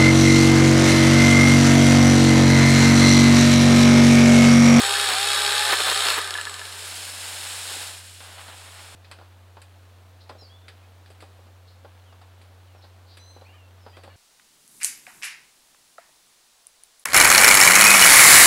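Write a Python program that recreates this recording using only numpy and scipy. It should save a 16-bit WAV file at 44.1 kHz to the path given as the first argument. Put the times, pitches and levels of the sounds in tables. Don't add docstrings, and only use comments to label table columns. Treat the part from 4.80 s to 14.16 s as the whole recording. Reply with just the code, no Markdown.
import sys
import numpy as np
from scipy import signal
from scipy.fft import rfft, irfft
from scipy.io import wavfile
from scipy.ndimage import uniform_filter1d

SR = 44100
rng = np.random.default_rng(int(sys.argv[2]) if len(sys.argv) > 2 else 0)


def transcribe(signal):
    frames = np.atleast_2d(signal).T
    limited = np.clip(frames, -1, 1)
    pcm = np.round(limited * 32767).astype(np.int16)
    wavfile.write(sys.argv[1], SR, pcm)


N = 412776
TIME = np.arange(N) / SR
STOP_S, SCENE_CHANGE_S = 2.205, 4.15

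# centre in seconds, length in seconds, level in dB.
BITE_EVENTS = [(0.312, 0.065, -27), (0.902, 0.0162, -28.5), (0.913, 0.016, -33.5), (0.935, 0.0182, -18),
               (1.008, 0.022, -25), (1.078, 0.0376, -26), (1.12, 0.016, -25), (1.264, 0.0242, -27),
               (1.319, 0.029, -31), (1.381, 0.023, -23.5)]
# centre in Hz, width in Hz, gain at full depth in dB.
MIC_PORT_NOTCHES = [(4813, 148, -11.5), (5930, 1340, -15.5)]
# frequency in Hz, relative level in dB per Hz.
STALK_SPECTRUM = [(80, -33.5), (200, -13.5), (450, -3.5), (800, 2), (1100, 0.5), (1550, 1), (2100, -3),
                  (3500, -2.5), (6000, -26)]
# frequency in Hz, relative level in dB per Hz.
TICK_SPECTRUM = [(3000, -34), (6200, -7.5), (7800, 10.5), (9500, 8.5), (12500, -2), (15000, -38.5)]
# frequency in Hz, relative level in dB per Hz.
GARDEN_SPECTRUM = [(76, -24.5), (130, -11), (228, -4.5), (434, -5.5), (520, -1.5), (598, -4.5), (661, -2),
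                   (842, -4.5), (1730, -10), (1960, -12), (4370, -14.5), (4830, -18.5), (15800, -26)]


def from_db(db):
    return 10 ** (np.asarray(db) / 20)


def rms_one(x):
    return x / np.sqrt(np.mean(x ** 2) + 1e-20)


def fade(start_s, end_s):
    return np.clip((TIME - start_s) / (end_s - start_s), 0, 1)


def swell(centre_s, length_s):
    return np.exp(-2 * ((TIME - centre_s) / length_s) ** 2)


def noise():
    return rng.standard_normal(N)


def drift(rate_hz, count=N):
    r = np.exp(-2 * np.pi * rate_hz / SR)
    return rms_one(signal.lfilter([1], [1, -2 * r, r * r], rng.standard_normal(count + SR))[SR:])


def body(x, spectrum, resonances=()):
    size = 2 ** 13
    hz = np.maximum(np.arange(size // 2 + 1) * SR / size, 1)
    points = np.array(spectrum)
    db = np.interp(np.log(hz), np.log(points[:, 0]), points[:, 1])
    for centre_hz, width_hz, boost_db in resonances:
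        db = db + boost_db / (1 + (2 * (hz - centre_hz) / width_hz) ** 2)
    cepstrum = irfft(np.log(from_db(db)))
    response = irfft(np.exp(rfft(2 * cepstrum[:size // 2], size)))
    return signal.oaconvolve(x, response / np.linalg.norm(response))[:N]


def grains(per_s, spread_db):
    sizes = from_db(spread_db * np.minimum(rng.exponential(1, N), 4)) * rng.choice([-1, 1], N)
    return rms_one(sizes * (rng.random(N) < per_s / SR))


def blows(times_s, levels_db, t60_s):
    kicks = np.zeros(N)
    kicks[np.round(np.asarray(times_s) * SR).astype(int)] = from_db(levels_db)
    return signal.lfilter([1], [1, -from_db(-60 / (t60_s * SR))], kicks + 1e-18)


def background():
    # frequency in Hz, relative level in dB per Hz.
    rumble_spectrum = [(20, -18), (45, -6), (120, 1), (200, -28), (500, -53)]
    hum_hz, hum_db = 91.38, -50.5
    air = from_db(-58.3066 + 0.213 * drift(2.37)) * body(noise(), GARDEN_SPECTRUM)
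    rumble = from_db(-74.0) * body(noise(), rumble_spectrum)
    stirring_db = -71.0 + 3.17 * drift(2.6)
    leaves = from_db(stirring_db) * body(grains(250, spread_db=3.0), STALK_SPECTRUM)
    cycles = hum_hz * TIME + .5 * fade(SCENE_CHANGE_S - .002, SCENE_CHANGE_S)
    hum = from_db(hum_db) * np.sqrt(2) * np.sin(2 * np.pi * cycles)
    return air + rumble + leaves + hum


def note(start_s, length_s, pitch, db, rasp_hz, partials=((1, 0),)):
    skew = 0.686
    flutter_db, flutter_hz = 1.5, 29
    u = np.linspace(0, 1, int(length_s * SR))
    shake = rms_one(uniform_filter1d(rng.standard_normal(len(u)), size=40))
    phase = 2 * np.pi * np.cumsum(pitch(u) + rasp_hz * shake) / SR
    flutter = from_db(flutter_db * drift(flutter_hz, count=SR)[:len(u)])
    envelope = np.sqrt(2 * np.abs(np.sin(np.pi * u ** skew)))
    waves = sum(from_db(db + part_db) * np.sin(k * phase) for k, part_db in partials)
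    return np.pad(flutter * envelope * waves, (int(start_s * SR), N))[:N]


def whistle(start_s, length_s, start_hz, end_hz, db):
    bend = 2.2

    def slur(u):
        return start_hz + (end_hz - start_hz) * np.expm1(-bend * u) / np.expm1(-bend)
    return note(start_s, length_s, slur, db, rasp_hz=22)


def mew(start_s, length_s, hz, arch_hz, db):
    # frequency in Hz, gain in dB.
    throat_response = [(1200, -10.5), (1800, -9), (3000, -8), (4100, 4.5), (6100, -2), (8200, -21)]
    multiples = np.arange(2, 6)
    throat_hz, throat_db = np.transpose(throat_response)
    partials = zip(multiples, np.interp(multiples * hz, throat_hz, throat_db))
    return note(start_s, length_s, lambda u: hz + arch_hz * np.sin(np.pi * u), db, rasp_hz=10.7,
                partials=partials)


def rasp(start_s, length_s, db):
    return note(start_s, length_s, lambda u: np.full(len(u), 4230), db, rasp_hz=562)


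def birds():
    # start in seconds, length in seconds, start in Hz, end in Hz, level in dB.
    whistle_events = [(5.606, 0.08, 5510, 4358, -55), (5.693, 0.126, 3190, 3534, -58),
                      (5.793, 0.069, 3530, 3530, -67), (5.95, 0.053, 2165, 2096, -69),
                      (6.022, 0.0396, 2355, 2600, -66), (7.255, 0.1, 3424, 2697, -66.5),
                      (7.867, 0.109, 3250, 2540, -70.5), (7.955, .05, 5770, 5390, -71.5),
                      (8.303, 0.0532, 4400, 4856, -59), (8.641, 0.0298, 3985, 4550, -65.5),
                      (8.65, 0.067, 2173, 2867, -59), (8.77, 0.097, 2930, 2666, -64),
                      (9.0, .42, 5400, 4280, -67.5)]
    # start in seconds, length in seconds, pitch in Hz, arch in Hz, level in dB.
    mew_events = [(5.582, 0.056, 1351, 16.8, -61.5), (8.39, 0.22, 1980, 66, -59.5),
                  (8.719, 0.063, 525.7, 94, -55.5), (9.127, 0.0588, 606, 53.6, -56),
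                  (9.30, 0.025, 545, 40.5, -55.5)]
    # start in seconds, length in seconds, level in dB.
    rasp_events = [(5.403, 0.0514, -60), (6.869, 0.079, -63.5), (8.019, .042, -58.5), (8.268, 0.099, -59)]
    song = sum(whistle(*row) for row in whistle_events)
    song = song + sum(mew(*row) for row in mew_events)
    song = song + sum(rasp(*row) for row in rasp_events)
    scatter = rng.standard_normal(SR // 2) * from_db(-60 * TIME[:SR // 2] / 0.296)
    return song + from_db(-3.5) * signal.oaconvolve(song, scatter / np.linalg.norm(scatter))[:N]


def ladder():
    # start in seconds, peak level in dB, rail ring level in dB.
    boot_events = [(4.313, -53.5, -44.5), (4.387, -38.5, -49.5), (4.413, -41, -50), (4.769, -39, -44.5),
                   (5.496, -35.5, -37.5), (5.503, -35, -61.5), (5.552, -36.5, -59.5), (5.622, -41, -64),
                   (6.303, -43, -64.5), (6.425, -35, -47.5), (6.591, -43.5, -59.5), (6.668, -49, -58.5),
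                   (7.047, -34.5, -46), (7.325, -46, -51), (7.414, -44.5, -51), (7.949, -43.5, -54.5),
                   (8.039, -42, -50.5), (8.564, -37.5, -55.5), (8.613, -37, -48.5), (8.688, -45.5, -61),
                   (9.064, -33, -42), (9.171, -37, -48.5), (9.237, -35, -43.5), (9.277, -38, -50)]
    # start in seconds, peak level in dB, grit level in dB.
    clank_events = [(4.246, -43.5, -73.5), (4.3139, -34.5, -49.5), (4.8172, -42.5, -53.5),
                    (5.4935, -40, -59.5), (5.882, -37, -56), (6.2601, -46.5, -71), (6.3026, -50.5, -59.5),
                    (6.4053, -41.5, -59.5), (6.421, -51, -60.5), (7.4157, -47.5, -69.5),
                    (7.6144, -46.5, -63), (8.3712, -40.5, -54), (9.1687, -44.5, -63.5), (9.2352, -45, -58)]
    # frequency in Hz, relative level in dB per Hz.
    thud_spectrum = [(80, -14), (200, -2.5), (350, 6.5), (580, 7), (800, 2), (1100, -17.5), (2200, -38.5),
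                     (5000, -62.5)]
    rail_spectrum = [(300, -39.5), (650, -9), (900, 5), (1400, -1.5), (1800, -8.5), (2600, -36.5),
                     (6000, -47.5)]
    clank_spectrum = [(900, -11.5), (1700, 2.5), (2400, -4), (3500, -2), (4800, -3.5), (6200, -21.5),
                      (12000, -53)]
    # centre in Hz, width in Hz, boost in dB.
    rung_modes = [(375, 50, -1.5), (574, 40, 4), (797.5, 54, 6), (1086, 23, 5.5), (1360, 80, 1),
                  (1775, 88, -6), (2504, 130, 6.5), (3350, 120, -2), (4330, 180, -1.5)]
    thud_db = -10
    ring_db, scuff_db = -3, -9
    knock_db, jolt_db = -7.5, -18.5
    boot_s, boot_db, rail_db = np.transpose(boot_events)
    clank_s, clank_db, grit_db = np.transpose(clank_events)

    def contact(times_s, level_db, spectrum, t60_s, tail_db, hard):
        rattle = blows(times_s, level_db, t60_s) + blows(times_s, level_db + tail_db, t60_s=0.78)
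        click = blows(times_s, level_db, t60_s=1 / SR) * np.sqrt(t60_s * SR)
        chatter = grains(7000, spread_db=0)
        return body(rattle * chatter + hard * click, spectrum, rung_modes)

    thud = contact(boot_s, boot_db + thud_db, thud_spectrum, t60_s=0.0946, tail_db=-29, hard=0.226)
    ring = contact(boot_s, rail_db + ring_db, rail_spectrum, t60_s=0.1275, tail_db=-48.0, hard=0.142)
    scuff = contact(boot_s, rail_db + scuff_db, clank_spectrum, t60_s=0.0705, tail_db=-21.5, hard=0.047)
    clank = contact(clank_s, clank_db + knock_db, clank_spectrum, t60_s=0.094, tail_db=-17.0, hard=0.094)
    jolt = contact(clank_s, clank_db + jolt_db, thud_spectrum, t60_s=0.11, tail_db=-20, hard=0.062)
    grit = contact(clank_s, grit_db, TICK_SPECTRUM, t60_s=0.0766, tail_db=-19, hard=0.042)
    return thud + ring + scuff + clank + jolt + grit


def frond():
    # start in seconds, peak level in dB.
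    snap_events = [(3.404, -34.5), (3.456, -38), (3.58, -30.5), (3.681, -28.5), (3.889, -45.5),
                   (3.984, -35.5)]
    # start in seconds, level in dB.
    bump_events = [(2.905, -49), (2.96, -48.5)]
    # frequency in Hz, relative level in dB per Hz.
    leaflet_spectrum = [(900, -24), (1700, -8), (2500, -1.5), (4000, 1), (5400, 3), (7000, -0.5), (8500, 0),
                        (10500, -5.5), (13000, -14), (15800, -20)]
    snap_spectrum = [(300, -9), (800, 6), (1500, 1), (2400, -2.5), (4200, 6), (6000, -21.5), (14000, -20.5)]
    bump_spectrum = [(80, -22.5), (170, -14), (250, 1.5), (500, 1.5), (1200, -27), (4000, -50)]
    # centre in Hz, width in Hz, boost in dB.
    frond_modes = [(1545, 430, 9), (5204, 450, 1.5)]
    landing_s, build_db_per_s, settle_db_per_s = 3.0243, 2.5, 64
    swish_db, drag_db = -34, -42
    rustle_db, rustle_fall_db_per_s, ground_drag_db = -47, 1.07, -49.5
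    crack_db, crunch_db, crunch_t60_s = -12.5, -14, 0.326
    since_s = TIME - landing_s
    falling_db = np.minimum(build_db_per_s * since_s, -settle_db_per_s * since_s)
    falling = from_db(falling_db) * fade(1.61, 2.059)
    snap_s, snap_db = np.transpose(snap_events)
    crunch = blows(snap_s, snap_db + crunch_db, crunch_t60_s)

    rustle = from_db(rustle_db - rustle_fall_db_per_s * since_s) * (since_s > 0)
    swish_level = np.hypot(from_db(swish_db) * falling, rustle) * from_db(0.73 * drift(24))
    notches = [(hz, width_hz, db * 0.612) for hz, width_hz, db in MIC_PORT_NOTCHES]
    swish = swish_level * body(grains(18000, spread_db=3.0), leaflet_spectrum, frond_modes + notches)

    ground_drag = from_db(ground_drag_db) * (TIME > snap_s[0])
    drag_level = np.hypot(from_db(drag_db) * falling + crunch, ground_drag) * from_db(0.62 * drift(25))
    drag = drag_level * body(grains(3500, spread_db=2.0), STALK_SPECTRUM)

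    cracks = body(blows(snap_s, snap_db + crack_db, t60_s=0.084) * noise(), snap_spectrum)
    bump_level = blows(*np.transpose(bump_events), t60_s=0.143)
    bumps = body(bump_level * grains(3500, spread_db=1.0), bump_spectrum)
    return (swish + drag + cracks + bumps) * (TIME < SCENE_CHANGE_S)


def slaps():
    # start in seconds, level in dB before the common 0.5 dB lift.
    slap_events = [(1.553, -18), (1.585, -18.5), (1.612, -31), (1.67, -22), (1.815, -27.5), (1.878, -31)]
    # frequency in Hz, relative level in dB, t60 in seconds.
    slap_modes = [(972, -12.5, 0.032), (1219, -23.5, 0.058), (1530, -27, 0.028), (1713, -2.5, 0.0555),
                  (2833, -14.5, 0.035)]
    slap_s, slap_db = np.transpose(slap_events)
    rings = np.zeros(N)
    for hz, mode_db, t60_s in slap_modes:
        envelope = blows(slap_s, slap_db + mode_db + .5, t60_s)
        rings += envelope * np.sin(2 * np.pi * hz * TIME + .5 * drift(59))
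    return signal.sosfilt(signal.butter(2, [600, 3500], "band", fs=SR, output="sos"), rings)


def bites():
    # frequency in Hz, relative level in dB per Hz.
    bite_spectrum = [(100, -26), (200, -16.5), (450, -1), (850, 2), (1500, 4), (2200, -3.5), (3200, -3.5),
                     (6000, -19.5), (15000, -21)]
    force = sum(from_db(db) * swell(s, length_s) for s, length_s, db in BITE_EVENTS)
    return body(force * grains(3500, spread_db=2.5), bite_spectrum)


def sprocket_speed():
    # time in seconds, speed in turns per second.
    driven_speed = [(0.0, 66.02), (0.21, 67.77), (0.26, 66.82), (0.33, 61.21), (0.42, 67.16), (0.57, 68.75),
                    (0.67, 68.1), (0.885, 70.55), (0.96, 61.2), (1.2, 66.2), (1.25, 64.26)]
    brake_turns_per_s2, coast_turns_per_s2 = 181, 44
    driven = np.interp(TIME, *np.transpose(driven_speed))
    release_s = driven_speed[-1][0]
    braked = driven - brake_turns_per_s2 * np.maximum(TIME - release_s, 0)
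    coasting = np.minimum(coast_turns_per_s2 * (STOP_S - TIME), driven)
    return np.maximum(np.maximum(braked, coasting), 1)


def chain_beat(turns, speed, clack, clack_s, link, uneven_db):
    def strikes(cycles, per_s, decay_s):
        sizes = from_db(uneven_db * rng.standard_normal(2 ** 12))
        since_s = cycles % 1 / per_s
        return sizes[cycles.astype(int) % len(sizes)] * np.exp(-since_s / decay_s)
    teeth = 6
    clacks = clack * strikes(turns, speed, clack_s)
    links = link * strikes(teeth * turns, teeth * speed, clack_s / 2)
    power = 1 + clacks ** 2 + links ** 2
    return np.sqrt(power / uniform_filter1d(power, SR // 10))


def saw():
    # frequency in Hz, relative level in dB per Hz.
    chain_spectrum = [(1180, -38), (2000, -3.5), (2950, -1.5), (3830, -0.5), (4790, -3), (5220, -1),
                      (6100, -16), (6480, -8), (7640, -5), (9490, -5.5), (13200, -23.5), (14500, -21.5),
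                      (15800, -32)]
    housing_spectrum = [(120, -39), (320, -18.5), (410, -10), (560, -5), (700, -4.5), (1000, -3),
                        (1250, -2), (1750, 3), (2050, -8.5), (2600, -13), (5000, -43)]
    # centre in Hz, width in Hz, boost in dB.
    bar_modes = [(3793, 525, 4), (4356, 190, 5), (6530, 200, 1), (7867, 31, 11.5), (11800, 490, 6)]
    pole_modes = [(408.2, 28.3, 10.4), (1221, 76, 9.2), (1355.8, 27.5, 9), (1558, 63, 4.5),
                  (1735.3, 38, 5.4)]
    # multiple of sprocket rate, relative level in dB.
    motor_orders = [(6, -22), (7, -19.5), (12, 0.5)]
    shrill_orders = [(68.3, -7), (136.6, -6.5)]
    gear_orders = [(18, -15.5), (23, -12.5), (24, -29.5), (26, -12), (36.2, -13), (38, -7), (48, -11.5),
                   (49, -2), (55, -1.5), (56, -5.5), (57, -14.5), (73, -13.5)]
    free_turns_per_s, start_turn = 67, .75
    stroke_s, nearest_s = 0.671, 0.0648

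    speed = sprocket_speed()
    speed_db = 20 * np.log10(speed / free_turns_per_s)
    strain = swell(1.3053, 0.0815)
    in_cut = fade(BITE_EVENTS[1][0], BITE_EVENTS[3][0]) * (TIME < BITE_EVENTS[-1][0])
    rocking = np.cos(2 * np.pi * (TIME - nearest_s) / stroke_s)
    chain_db = -24 + 1.327 * speed_db + 3 * strain
    housing_db = -29 + 1.186 * speed_db + 3 * strain + 1.5 * rocking
    motor_db = -36.5 + 3.1 * speed_db - 12.5 * strain
    motor_db = motor_db - 5.5 * in_cut - 1.5 * rocking
    gear_db = -36.5 + 1.66 * speed_db + 4 * strain

    turns = start_turn + np.cumsum(speed) / SR
    coasting = fade(1.476, 1.48)
    beat = chain_beat(turns, speed, clack=3.16 + 2.36 * coasting, clack_s=0.00174, link=1.35, uneven_db=1.66)
    low = signal.butter(2, 6500, "low", fs=SR, output="sos")
    high = signal.butter(2, 6500, "high", fs=SR, output="sos")
    clatter = signal.sosfilt(low, beat * grains(18000, spread_db=3.27))
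    sliding = signal.sosfilt(high, beat ** 0.75 * grains(18000, spread_db=1.5))
    chain = from_db(chain_db) * body(clatter + sliding, chain_spectrum, bar_modes + [MIC_PORT_NOTCHES[0]])

    beat = chain_beat(turns, speed, clack=1.47, clack_s=0.0088, link=1.2, uneven_db=2.0)
    rattle = beat * grains(6000, spread_db=2.5)
    housing = from_db(housing_db) * body(rattle, housing_spectrum, pole_modes)

    shaft = turns + np.cumsum(speed * 0.001493 * drift(36.7)) / SR
    running = int(STOP_S * SR)

    def lines(level_db, orders):
        total = np.zeros(running)
        for order, order_db in orders:
            line_db = level_db[:running] + order_db + 2.54 * drift(16.7, count=running)
            total += from_db(line_db) * np.sqrt(2) * np.sin(2 * np.pi * order * shaft[:running])
        return total

    whine = lines(motor_db, motor_orders + shrill_orders) + lines(gear_db, gear_orders)
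    whine = np.pad(whine, (0, N - running)) + 1e-18
    pole_hz, pole_width_hz, _ = pole_modes[0]
    pole_peak = signal.iirpeak(pole_hz, pole_hz / pole_width_hz, fs=SR)
    whine = whine + from_db(8.5) * signal.lfilter(*pole_peak, whine)
    whine = signal.sosfilt(signal.butter(4, 330, "high", fs=SR, output="sos"), whine)
    return (chain + housing + whine) * (TIME < STOP_S)


def scene():
    mid = background() + birds() + ladder() + frond() + slaps() + bites() + saw()
    band = signal.butter(4, [6800, 15000], "band", fs=SR, output="sos")
    treble_level = np.sqrt(np.abs(uniform_filter1d(signal.sosfilt(band, mid) ** 2, size=300)))
    diffuse = from_db(-14.5) * treble_level * body(signal.sosfilt(band, noise()), TICK_SPECTRUM)
    side = diffuse + from_db(-82.0) * body(noise(), GARDEN_SPECTRUM)
    return np.array([mid + side, mid - side])


def record(dry):
    cutoff_hz = 15850
    return signal.sosfilt(signal.ellip(12, .1, 80, cutoff_hz, fs=SR, output="sos"), dry)


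dry = scene()
out = record(dry)
transcribe(out)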